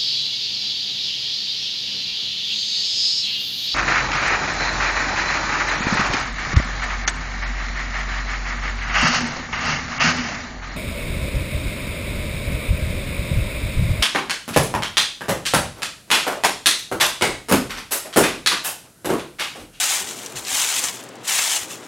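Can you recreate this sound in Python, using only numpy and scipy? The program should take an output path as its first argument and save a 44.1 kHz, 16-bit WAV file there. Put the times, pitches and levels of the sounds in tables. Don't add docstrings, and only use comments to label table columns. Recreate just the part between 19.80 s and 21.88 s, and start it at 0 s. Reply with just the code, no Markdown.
import sys
import numpy as np
from scipy import signal
from scipy.fft import rfft, irfft, next_fast_len
from scipy.io import wavfile
from scipy.ndimage import uniform_filter1d, map_coordinates

SR = 44100
rng = np.random.default_rng(int(sys.argv[2]) if len(sys.argv) > 2 else 0)


def to_wav(s):
    ch = np.atleast_2d(s).T
    pcm = np.round(np.clip(ch, -1, 1) * 32767)
    wavfile.write(sys.argv[1], SR, pcm.astype(np.int16))


def volts(x):
    e = np.asarray(x, float) / 20
    return 10 ** e


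N = 91683


def unit(x):
    return x / np.sqrt(np.mean(x ** 2) + 1e-20)


def along(points, hz):
    f, v = np.transpose(points)
    return np.interp(np.log(hz + 1), np.log(f + 1), v)


def wobble(knots_per_s):
    return map_coordinates(rng.standard_normal(400), [np.arange(N) * knots_per_s / SR])


def coloured(x, level_db):
    m = 2 * next_fast_len(N // 2 + 4096)
    gain = volts(level_db(np.fft.rfftfreq(m, 1 / SR)))
    cepstrum = irfft(np.log(np.maximum(gain, 1e-6)), m)
    cepstrum[1:m // 2] *= 2
    cepstrum[m // 2 + 1:] = 0
    return irfft(rfft(x, m) * np.exp(rfft(cepstrum)), m)[..., :N]


def pings(start_s, hz, cycles, size, count):
    t = np.arange(count) / SR
    at = (start_s * SR).astype(int)[:, None] + np.arange(count)
    decay = np.exp(-np.pi * t * (hz / cycles)[:, None])
    wave = size[:, None] * np.sin(2 * np.pi * hz[:, None] * t) * decay
    return np.bincount(at.ravel(), wave.ravel(), N + count)[:N]


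def grip():
    # time_s, level_db
    squeezes = [(0, -18), (.17, -21), (.25, -35), (.42, -37), (.545, -43.5), (.64, -37.5), (.69, -26.5),
                (.76, -19.5), (.99, -22.5), (1.015, -29.5), (1.1, -30.5), (1.13, -34.5), (1.33, -55),
                (1.425, -53), (1.485, -20.5), (1.76, -20.5), (1.875, -43.5), (2.08, -46.5)]
    # centre_s, level_db, half_length_s
    slips = [(.3, -32, .025), (.573, -27.5, .011), (.593, -33, .012), (.442, -36, .008), (1.045, -22, .02),
             (1.925, -33.5, .03), (1.16, -38, .015), (1.205, -41, .01), (1.83, -32, .02), (.208, -27, .016),
             (1.452, -35, .008), (1.57, -25, .04), (1.085, -28, .015)]
    t = np.arange(N) / SR
    power = volts(2 * np.interp(t, *np.transpose(squeezes)))
    for centre_s, level_db, half_s in slips:
        power = power + volts(2 * level_db) * np.exp(-((t - centre_s) / half_s) ** 2)
    return power


def crunch():
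    # freq_hz, density_db
    leaf = [(200, -64), (450, -32.5), (772, -11.5), (1380, -15), (3400, -10), (4790, -12.5), (6900, -5),
            (15800, -22)]
    # centre_hz, width_hz, lift_db
    hollows = [(790, 500, -5.5), (3140, 510, 0.5), (6800, 670, -2)]
    density_share, grain_cycles = .18, 1.8
    clump_db, spread_db, biggest = 1.2, 4.3, 2.4
    hiss_db, tilt_per_db = -6, 0.0045

    t, power = np.arange(N) / SR, grip()
    level = np.sqrt(power) * volts(clump_db * (wobble(170) + .4 * wobble(70)))
    chance = np.minimum(level / np.sqrt(power.max()), 1) ** (2 * density_share)

    u = rng.random((15000, 5))
    u = u[u[:, 4] < np.interp(u[:, 0] * t[-1], t, chance)]
    start_s = u[:, 0] * t[-1]
    hz = 400 + 16000 * u[:, 1] ** 1.294

    grip_db = np.interp(start_s, t, 10 * np.log10(power / power.max()))
    size = volts(spread_db * biggest * np.tanh(-np.log(u[:, 2]) / biggest))
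    size *= np.sqrt(hz) * (hz / 5000) ** (tilt_per_db * grip_db)
    size *= np.sign(u[:, 3] - .5) * np.interp(start_s, t, level / np.sqrt(chance))

    grains = unit(pings(start_s, hz, grain_cycles, size, count=128))
    grains += volts(hiss_db) * unit(level * rng.standard_normal(N))

    def colour_db(f):
        lift = sum(db / (1 + ((f - c) / w) ** 2) for c, w, db in hollows)
        return along(leaf, f) + lift

    return unit(coloured(grains, colour_db)) * np.sqrt(power.mean())


def bowl(x):
    # freq_hz, t60_s
    decay = [(500, 0.17), (4000, 0.048), (14000, 0.041)]
    out, step = np.zeros(N + SR), SR // 60
    for k in range(0, N, step):
        hz, t, z = signal.stft(rng.standard_normal(SR // 10), SR, nperseg=64)
        fade = volts(-60 * t / along(decay, hz)[:, None])
        tail = signal.istft(z * fade, SR, nperseg=64)[1]
        wet = signal.fftconvolve(x[k:k + step], tail / np.linalg.norm(tail))
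        out[k + 20:][:len(wet)] += wet
    return out[:N]


def kitchen():
    # freq_hz, density_db
    room = [(30, -40), (100, -3), (380, 2.5), (700, -2.5), (1500, -8), (4000, -16), (9000, -32.5),
            (15800, -62)]
    room_db, hum_hz, hum_db = -40, 118, -52
    air = unit(coloured(rng.standard_normal(N), lambda f: along(room, f)))
    air = air * volts(room_db + 0.37 * wobble(9.75))
    hum_level = volts(hum_db + wobble(7.15))
    return air + hum_level * np.sin(2 * np.pi * hum_hz * np.arange(N) / SR + 1.2 * wobble(8.6))


def bumps():
    # start_s, peak_db, pitch_hz
    knocks = [(0.206, -36.5, 384), (0.224, -43, 76), (.53, -39.5, 367), (0.541, -35, 138),
              (.57, -37.5, 110), (.605, -43, 65), (0.722, -40.5, 274), (0.719, -41, 70), (.83, -47, 60),
              (1.02, -39, 515), (1.753, -51, 326), (1.809, -39, 111)]
    t60_s, rise_s, gain_db = 0.095, 0.016, 13.5
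    out, t = np.zeros(N + SR), np.arange(SR // 4) / SR
    for start_s, peak_db, hz in knocks:
        ring = np.sin(2 * np.pi * hz * t) + 0.46 * np.sin(np.pi * hz * t)
        envelope = volts(peak_db + gain_db - 60 * t / t60_s) * (1 - np.exp(-t / rise_s))
        out[round(start_s * SR):][:len(t)] += envelope * ring
    return out[:N]


def snaps():
    # start_s, peak_db, pitch_hz
    stems = [(.405, -27, 6850), (0.4618, -11, 5970), (.498, -26.5, 7400), (.523, -19, 9300),
             (.557, -21, 4230), (.636, -22, 9000), (.591, -23, 10500), (.6504, -16, 5000),
             (0.683, -10, 6500), (0.747, -10, 6530), (0.8002, -12, 6170), (0.967, -8.5, 5970),
             (0.982, -6, 7700), (.993, -2, 7540), (1.024, -25, 3000), (1.04, 2.5, 8050), (1.085, -8, 5150),
             (1.208, -49, 7300), (1.238, -20.5, 9600), (1.29, -23, 7260), (1.309, -56, 8500),
             (1.356, -27, 7700), (1.378, -55.5, 11000), (1.385, -47, 9000), (1.485, -14, 6300),
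             (1.4961, -8, 5900), (1.593, -12, 2150), (1.609, -23, 6900)]
    ring_cycles, splinter_s, loss_db, crack_db = 4.6, 0.00062, -3.5, -11
    start_s, peak_db, hz = np.transpose(stems)
    u, k = rng.standard_normal((len(start_s), 2, 6)), np.arange(6)

    splinter_start_s = start_s[:, None] + splinter_s * k * np.abs(u[:, 0]) ** .5
    pitch_hz = np.clip(hz[:, None] * np.exp(0.32 * u[:, 1] * (k > 0)), 500, 15000)
    size = volts(peak_db[:, None] + loss_db * k)
    ring = pings(splinter_start_s.ravel(), pitch_hz.ravel(), ring_cycles, size.ravel(), count=256)

    crack = pings(start_s, 9000 + 0 * hz, .8, volts(peak_db + crack_db), count=64)
    return ring + np.gradient(crack)


def scene():
    # freq_hz, left_over_right_db
    lean = [(60, 2.8), (300, 3), (950, 2.3), (2400, 1.5), (4400, 1.7), (8000, 3.1), (15000, 1.6)]
    bowl_db, apart_db = -6, -44
    duck_over_db, duck_slope, duck_s = -33, .45, .1

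    leaves = crunch() + snaps()
    loud_db = 10 * np.log10(np.abs(uniform_filter1d(grip(), int(duck_s * SR))))
    room = kitchen() * volts(-duck_slope * np.maximum(loud_db - duck_over_db, 0))
    ringing = (leaves + volts(bowl_db) * bowl(leaves)) / np.sqrt(1 + volts(2 * bowl_db))
    mono = ringing + bumps() + room

    apart = volts(apart_db) * bowl(mono)
    lean_db = along(lean, np.fft.rfftfreq(2 * N, 1 / SR))
    sides = []
    for side in (1, -1):
        spectrum = rfft(mono + side * apart, 2 * N)
        sides.append(irfft(spectrum * volts(side * lean_db / 2))[:N])
    return np.array(sides)


def low_pass(x):
    return signal.sosfilt(signal.butter(12, 16260, fs=SR, output="sos"), x)


def record(dry):
    peak, knee, low_cut_hz, top_hz = .42, 4, 80, 15880
    rounded = dry / (1 + np.abs(dry / peak) ** knee) ** (1 / knee)

    def response_db(f):
        return -20 * np.log10(1 + (low_cut_hz / (f + 1)) ** 2) - 90 * (f > top_hz)

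    return low_pass(coloured(rounded, response_db))


dry = scene()
out = record(dry)
to_wav(out)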